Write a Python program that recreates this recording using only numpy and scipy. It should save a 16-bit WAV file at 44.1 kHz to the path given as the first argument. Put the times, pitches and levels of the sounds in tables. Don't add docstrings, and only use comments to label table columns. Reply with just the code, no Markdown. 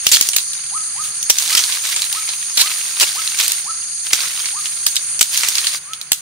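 import sys
import numpy as np
from scipy import signal
from scipy.fft import rfft, irfft
from scipy.io import wavfile
from scipy.ndimage import uniform_filter1d

SR = 44100
rng = np.random.default_rng(int(sys.argv[2]) if len(sys.argv) > 2 else 0)


def dump(signal):
    limited = np.clip(np.atleast_2d(signal).T, -1, 1)
    pcm = np.round(limited * 32767).astype(np.int16)
    wavfile.write(sys.argv[1], SR, pcm)


N = 273846
TIME = np.arange(N) / SR

# (frequency [Hz], relative level [dB])
AIR_COLOUR = [(20, -19), (60, -3), (140, 3), (250, -6), (600, -5.5), (1000, -0.5), (1400, 5.5), (2600, 5),
              (5000, -5.5), (9000, -13.5), (12000, -30), (16000, -4)]
# (frequency [Hz], likeness [0-1])
FAR_LIKENESS = [(60, 0.95), (290, 1), (1400, 0.61), (3100, 0), (7000, 0)]
# (frequency [Hz], likeness [0-1])
NEAR_LIKENESS = [(60, 1), (1500, 0.79), (3000, 0.06), (6000, 0.92), (14000, 0.1)]
# (average frequency [Hz], middle level [dB])
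HUM_TONES = [(142, -64), (176, -66.5)]
# (centre [Hz], width [Hz], relative level [dB], average throbs [per s], throb depth [0-1])
INSECT_CHORUSES = [(9370, 1200, -24.5, 47, 0.02), (6507, 520, -30.5, 28, 0.2), (6570, 1250, -34, 220, 0),
                   (4575, 700, -36, 30, 0.28)]
DROP_S, DROP_FADE_S, DROP_DB = 5.775, 0.02, -10.5

# (start [s], length [s], twig clatter [relative dB], leaf crackle [relative dB])
PUSHES = [(0.07, 0.25, -35, -38), (0.525, 0.055, -39.5, -56), (1.04, 0.031, -46, -41.5),
          (1.335, 0.14, -37, -30), (1.503, 0.27, -26, -29.5), (1.847, 0.21, -30, -32.5),
          (2.15, 0.63, -35, -39.5), (2.588, 0.34, -29, -32.5), (3, 0.47, -29.5, -32.5),
          (3.405, 0.047, -29, -28.5), (3.536, 0.054, -35, -39), (4.064, 0.11, -37.5, -42.5),
          (4.14, 0.35, -28.5, -34), (4.616, 0.47, -41, -43.5), (5.347, 0.15, -31, -30.5),
          (5.559, 0.2, -30, -33.5)]
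PUSH_RISE_S, PUSH_SAG_DB_PER_S, SETTLE_DB_PER_S = 0.047, 22, 163
JOLT_DB = -29.5
RESTLESS_DB = -45.5
# (frequency [Hz], relative level [dB])
TWIG_COLOUR = [(60, -40), (300, -17), (600, -13.5), (1200, -5), (2200, 3), (4000, 3), (6500, -4.5),
               (10000, -72), (15000, -37)]
# (frequency [Hz], relative level [dB])
LEAF_COLOUR = [(300, -26), (1500, -6.5), (4000, 3), (7000, 1), (11000, -3), (15500, -6)]

# (time [s], relative level [dB], tearing time [s], ring [Hz], low-tone body [relative dB])
SNAPS = [(0.067, -2, 0.0023, 2920, -23), (0.1161, -3.5, 0.0066, 7230, -20), (0.1286, -5, 0.022, 4420, -21),
         (0.161, -11, 0.002, 3280, -34), (0.1687, -10, 0.001, 1180, -8), (0.2105, -3, 0.0011, 6600, -27.5),
         (0.3628, -5.5, 0.003, 14040, -13), (1.2982, 2.5, 0.0055, 5740, -16),
         (1.5712, -8.5, 0.0091, 3280, -16), (2.5724, -8, 0.0078, 4100, -12.5),
         (2.591, -10.5, 0.026, 4080, -16), (2.611, -7, 0.0064, 4020, -17), (3.009, -7, 0.01, 4650, -13),
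         (3.02, -10.5, 0.017, 2770, -4.5), (4.1314, -4.5, 0.0032, 2200, -10),
         (4.865, -5.5, 0.0027, 8040, -15.5), (5.21, 0.5, 0.0053, 7780, -9),
         (6.1183, -1.5, 0.00082, 7600, -14.5), (6.131, -13, 0.00052, 6700, -17)]
TYPICAL_TEAR_S, SPLIT_GROWTH = 0.0044, 0.34
SNAP_HZ, SNAP_TREBLE_DB, SNAP_DB_PER_OCTAVE = 6130, -5, 3.5
# (time [s], relative level [dB], ring [Hz], hardness of the contact [0-1])
KNOCKS = [(0.0903, -14, 4570, .9), (0.2248, -15, 5170, .5), (0.27, -22, 5380, 0.8),
          (0.2881, -11.5, 5800, 0.72), (0.333, -18.5, 2900, .25), (0.3833, -15.5, 4050, 0.2),
          (0.533, -25, 3900, .45), (1.2284, -18.5, 5770, 0.72), (1.3851, -8.5, 6400, 0.55),
          (1.5504, -8.5, 5170, 0.63), (1.5917, -13, 5900, .15), (1.638, -16, 4470, 0.28),
          (1.723, -18, 3430, 0.2), (1.9619, -15.5, 7560, 0.03), (2.0198, -15, 4300, 0.53),
          (2.127, -17, 3800, 0.74), (2.2896, -19.5, 4000, 0), (2.999, -12, 2720, 0.56),
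          (3.276, -17.5, 4200, 0.57), (3.3882, -16.5, 6070, .45), (3.399, -15.5, 2370, .15),
          (3.4804, -12.5, 8100, .75), (3.5187, -13, 7110, .8), (4.233, -22.5, 1150, 0),
          (4.4565, -19.5, 4350, 0.18), (4.657, -21, 2920, 0.2), (4.957, -16.5, 8100, 0.6),
          (4.9653, -11.5, 3700, 0.48), (5.1925, -15.5, 6150, 0.5), (5.2275, -7.5, 8270, .7),
          (5.375, -12, 6200, 0.7), (5.434, -14.5, 2170, 0.03), (5.4859, -10.5, 5900, 0.73),
          (5.554, -15, 4800, 0.6), (5.5821, -13, 4380, .25), (5.6691, -12, 4320, 0.32),
          (5.934, -22, 3320, 0.37), (6.0137, -23.5, 4020, 0.62)]
KNOCK_BODY_DB, KNOCK_TREBLE_DB, KNOCK_SCRAPE_T60_S = (-4.5, -35), (-21, 4.5), (0.15, 0.015)

# (time of the top [s], relative level [dB], start pitch [Hz], top pitch [Hz], rise [s])
WHISTLES = [(0.769, -21, 717, 1290, 0.0564), (1.012, -23, 743, 1265, .066), (1.538, -25.5, 738, 1288, .065),
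            (2.181, -23.5, 719, 1300, 0.057), (2.672, -23.5, 736, 1260, 0.089),
            (3.193, -22, 722, 1311, .048), (3.702, -21.5, 736, 1328, .057), (4.585, -24, 741, 1245, .059),
            (5.925, -29.5, 1090, 1309, .08)]
WHISTLE_TAIL = 0.1
EDGE_HZ = 15750


def amp(db):
    return 10 ** (np.asarray(db) / 20)


def unit(x):
    return x / np.sqrt(np.mean(x ** 2) + 1e-20)


def read(points, hz):
    table_hz, value = np.transpose(points)
    return np.interp(np.log(hz + 1), np.log(table_hz + 1), value)


def add(mix, s, sound):
    part = mix[:, max(round(s * SR), 0):][:, :sound.shape[1]]
    part += sound[:, :part.shape[1]]


def bins(size):
    return np.fft.rfftfreq(size, 1 / SR)


def pair(x, likeness):
    spectrum = rfft(x)
    same = np.clip(read(likeness, bins(x.shape[1])), -1, 1)
    turn = np.arcsin(same) / 2
    blend = np.cos(turn) * spectrum + np.sin(turn) * spectrum[::-1]
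    return irfft(blend, x.shape[1])


def colour(x, points, size=2048):
    cepstrum = irfft(np.log(amp(read(points, bins(size)))))
    cepstrum[1:size // 2] *= 2
    cepstrum[size // 2 + 1:] = 0
    taps = irfft(np.exp(rfft(cepstrum)))[:size // 2]
    return signal.oaconvolve(x, taps[None], axes=1)[:, :x.shape[1]]


def band_rms(x, lo_hz, hi_hz):
    hz = bins(N)
    band = rfft(x.mean(0))[(hz > lo_hz) & (hz < hi_hz)]
    return np.sqrt(2 * np.sum(abs(band) ** 2)) / N


def drift(rate_hz):
    spectrum = rfft(rng.standard_normal(N)) * np.exp(-(bins(N) / rate_hz) ** 2)
    return unit(irfft(spectrum, N))


def fade(t, t60):
    return amp(-60 * t / t60)


def jerks(size, spread_db):
    uneven = unit(uniform_filter1d(rng.standard_normal(size), size=40))
    return amp(spread_db * uneven)


def after_drop():
    return np.clip((TIME - DROP_S) / DROP_FADE_S, 0, 1)


def air(level_db=-42, late_db=-3):
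    noise = pair(rng.standard_normal((2, N)), FAR_LIKENESS)
    hush = unit(colour(noise, AIR_COLOUR))
    return hush * amp(level_db + 1.5 * drift(2.3) + late_db * after_drop())


def hum():
    out = np.zeros(N)
    for hz, db in HUM_TONES:
        level = amp(db + 2 * drift(11)) * np.sqrt(2)
        out += level * np.sin(2 * np.pi * hz * TIME + drift(3.0))
    return out


def insects(level_db=0.33, waver_db=1.24):
    out, hz = np.zeros((2, N)), bins(N)
    for centre_hz, width_hz, db, throb_rate, depth in INSECT_CHORUSES:
        resonance = 1 / (1 + ((hz - centre_hz) / width_hz) ** 2) ** 2
        skirt = 1 / (1 + (hz / 10100) ** 40)
        buzz = unit(irfft(rfft(rng.standard_normal((2, N))) * resonance * skirt, N))
        uneven_rate = throb_rate * (1 + 0.267 * drift(22.6))
        throb = 1 + depth * np.sin(2 * np.pi * np.cumsum(uneven_rate) / SR)
        out += buzz * throb * amp(db + waver_db * drift(12.3))
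    return out * amp(level_db + DROP_DB * after_drop()) * amp([[-.6], [.6]])


def stir(start, length):
    t = TIME - start
    swell = np.clip(1 + t / PUSH_RISE_S, 0, 1)
    sag_db = PUSH_SAG_DB_PER_S * np.clip(t, 0, length)
    settle_db = SETTLE_DB_PER_S * np.maximum(t - length, 0)
    return swell * amp(-sag_db - settle_db)


def agitation():
    twigs, leaves = amp(RESTLESS_DB) ** 2, 0
    for start, length, twig_db, leaf_db in PUSHES:
        push = stir(start, length)
        twigs = twigs + (amp(twig_db) * push) ** 2
        leaves = leaves + (amp(leaf_db) * push) ** 2
    for s, db, *_ in SNAPS:
        jolt = stir(s, 0) * (TIME > s)
        leaves = leaves + (amp(db + JOLT_DB) * jolt) ** 2
    return np.sqrt([twigs, leaves]) * amp(DROP_DB * after_drop())


def grains(per_s, spread_db, lo_hz, hi_hz, ring_t60, tick_t60, tick_db, size=700):
    out, t = np.zeros((2, N)), np.arange(size) / SR
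    chance, pitch, force, place, phase = rng.random((5, N))
    ticks = rng.standard_normal((97, 2, size)) * fade(t, tick_t60)
    ticks = amp(tick_db) * unit(ticks)
    decay = unit(fade(t, ring_t60))
    for i in np.flatnonzero(chance < per_s / SR):
        hz = lo_hz + pitch[i] * (hi_hz - lo_hz)
        ring = decay * np.sin(2 * np.pi * hz * t + [[0], [np.pi * phase[i]]])
        sides = np.sqrt([[place[i]], [1 - place[i]]])
        strength = amp(spread_db * min(-np.log(force[i]), 3))
        add(out, i / SR, strength * sides * (ring + ticks[i % len(ticks)]))
    return pair(out, NEAR_LIKENESS)


def rustle(twigs_db=0, leaves_db=0):
    twig_gain, leaf_gain = agitation()
    twigs = grains(per_s=520, spread_db=4.7, lo_hz=900, hi_hz=6500,
                   ring_t60=.024, tick_t60=.012, tick_db=4)
    leaves = grains(per_s=1900, spread_db=3.0, lo_hz=3000, hi_hz=15000,
                    ring_t60=.004, tick_t60=.008, tick_db=4)
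    twigs, leaves = colour(twigs, TWIG_COLOUR), colour(leaves, LEAF_COLOUR)
    twigs = twigs / band_rms(twigs, 1600, 3900)
    leaves = leaves / band_rms(leaves, 10800, 15300)
    clatter = twigs * twig_gain * amp(twigs_db)
    crackle = leaves * leaf_gain * amp(leaves_db)
    clumps = amp(1.2 * drift(30))
    return (clatter + crackle) * clumps * amp([[-1], [1]])


def wood(crack, shake, ring_hz, ring_db, body_db, treble_db, ring_width_hz, bass_db):
    fractures = pair(rng.standard_normal((2, len(crack))) * crack, NEAR_LIKENESS)
    litter = rng.standard_normal((2, len(crack))) * shake
    r = np.exp(-np.pi * ring_width_hz / SR)
    pole = r * np.exp(2j * np.pi * ring_hz / SR)
    ring = 2 * signal.lfilter([1 - r], [1, -pole], fractures).real
    shape = [(40, body_db + bass_db - 28), (300, body_db + bass_db), (1200, body_db),
             (2900, -0.53), (7500, 0.91), (12000, treble_db), (16000, treble_db - 3.5)]
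    left, right = colour(fractures + litter + amp(ring_db) * ring, shape)
    lag = rng.integers(0, 6)
    return np.array([np.roll(left, lag), right])


def snaps(ring_db=5, split_t60=0.025, shake_db=-23, shake_t60=0.11, level_db=0, size=8000):
    out, t = np.zeros((2, N)), np.arange(size) / SR
    for s, db, tear, ring_hz, body_db in SNAPS:
        treble_db = SNAP_TREBLE_DB + SNAP_DB_PER_OCTAVE * np.log2(ring_hz / SNAP_HZ)
        after = np.maximum(t - tear, 0)
        release_t60 = split_t60 * (tear / TYPICAL_TEAR_S) ** SPLIT_GROWTH
        crack = jerks(size, spread_db=2.0) * fade(after, release_t60)
        shake = jerks(size, spread_db=3) * amp(shake_db) * fade(after, shake_t60)
        snap = wood(crack, shake, ring_hz, ring_db, body_db, treble_db, ring_width_hz=320, bass_db=-6.5)
        head = round(max(tear, .01) * SR)
        add(out, s, amp(db + level_db) * snap / np.std(snap[:, :head]) * amp([[-.6], [.6]]))
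    return out


def forest(x, t60, size=30000):
    t = np.arange(size) / SR
    sparse = rng.standard_normal((2, size)) * (rng.random((2, size)) < .04)
    taps = sparse * fade(t, t60) * (t > .008)
    taps = colour(taps, [(100, -28), (1200, -4.5), (6000, 1.5), (15000, 1.0)])
    return signal.fftconvolve(x, taps / np.linalg.norm(taps[0]), axes=1)[:, :N]


def knocks(ring_db=5, scrape_db=-4, shake_db=-26, shake_t60=0.098, level_db=0.5, size=4000):
    out, t = np.zeros((2, N)), np.arange(size) / SR
    for s, db, ring_hz, hardness in KNOCKS:
        body_db = np.interp(hardness, (0, 1), KNOCK_BODY_DB)
        treble_db = np.interp(hardness, (0, 1), KNOCK_TREBLE_DB)
        scrape_t60 = np.exp(np.interp(hardness, (0, 1), np.log(KNOCK_SCRAPE_T60_S)))
        tick = fade(t, t60=.012)
        scrape = amp(scrape_db) * jerks(size, spread_db=2) * fade(t, scrape_t60)
        shake = jerks(size, spread_db=5) * amp(shake_db) * fade(t, shake_t60)
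        knock = wood(tick + scrape, shake, ring_hz, ring_db, body_db, treble_db,
                     ring_width_hz=560, bass_db=-19.5)
        head = SR // 100
        add(out, s, amp(db + level_db) * knock / np.std(knock[:, :head]) * amp([[-1], [1]]))
    return out


def bird(swell_db=16, level_db=0):
    out = np.zeros((2, N))
    for s, db, start_hz, top_hz, rise in WHISTLES:
        tail = WHISTLE_TAIL * rise + .013
        t = np.arange(-rise, tail, 1 / SR)
        climb = np.cos(np.pi / 2 * np.minimum(t, t / 2) / rise) ** 2
        hz = start_hz + (top_hz - start_hz) * climb
        tone = np.sin(2 * np.pi * np.cumsum(hz) / SR)
        note = tone * amp(swell_db * (climb - 1)) * signal.windows.tukey(len(t), .3)
        add(out, s - rise, amp(db + level_db) * note * amp([[-1], [1]]))
    return out


def scene(calls_db=-4):
    sticks, calls = snaps() + knocks(), bird()
    near = sticks + amp(-13.5) * forest(sticks, t60=0.15) + rustle()
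    far = amp(calls_db) * calls + amp(-6) * forest(calls, t60=.6)
    return near + far + insects() + air() + hum()


def record(dry, ceiling=1.0, threshold_db=-5, recover_db_per_s=90):
    power = signal.lfilter(np.ones(400) / 400, 1, (dry ** 2).mean(0))
    over_db = np.maximum(10 * np.log10(abs(power) + 1e-12) - threshold_db, 0)
    fall = TIME * recover_db_per_s
    held_db = np.maximum.accumulate(over_db + fall) - fall
    duck_db = signal.lfilter([.002], [1, -.998], held_db)
    ducked = dry / amp(duck_db)
    clipped = ducked / (1 + (ducked / ceiling) ** 8) ** (1 / 8)
    low_pass = signal.firwin(511, EDGE_HZ, window=("kaiser", 8), fs=SR)
    return signal.oaconvolve(clipped, low_pass[None], "same")


dry = scene()
out = record(dry)
dump(out)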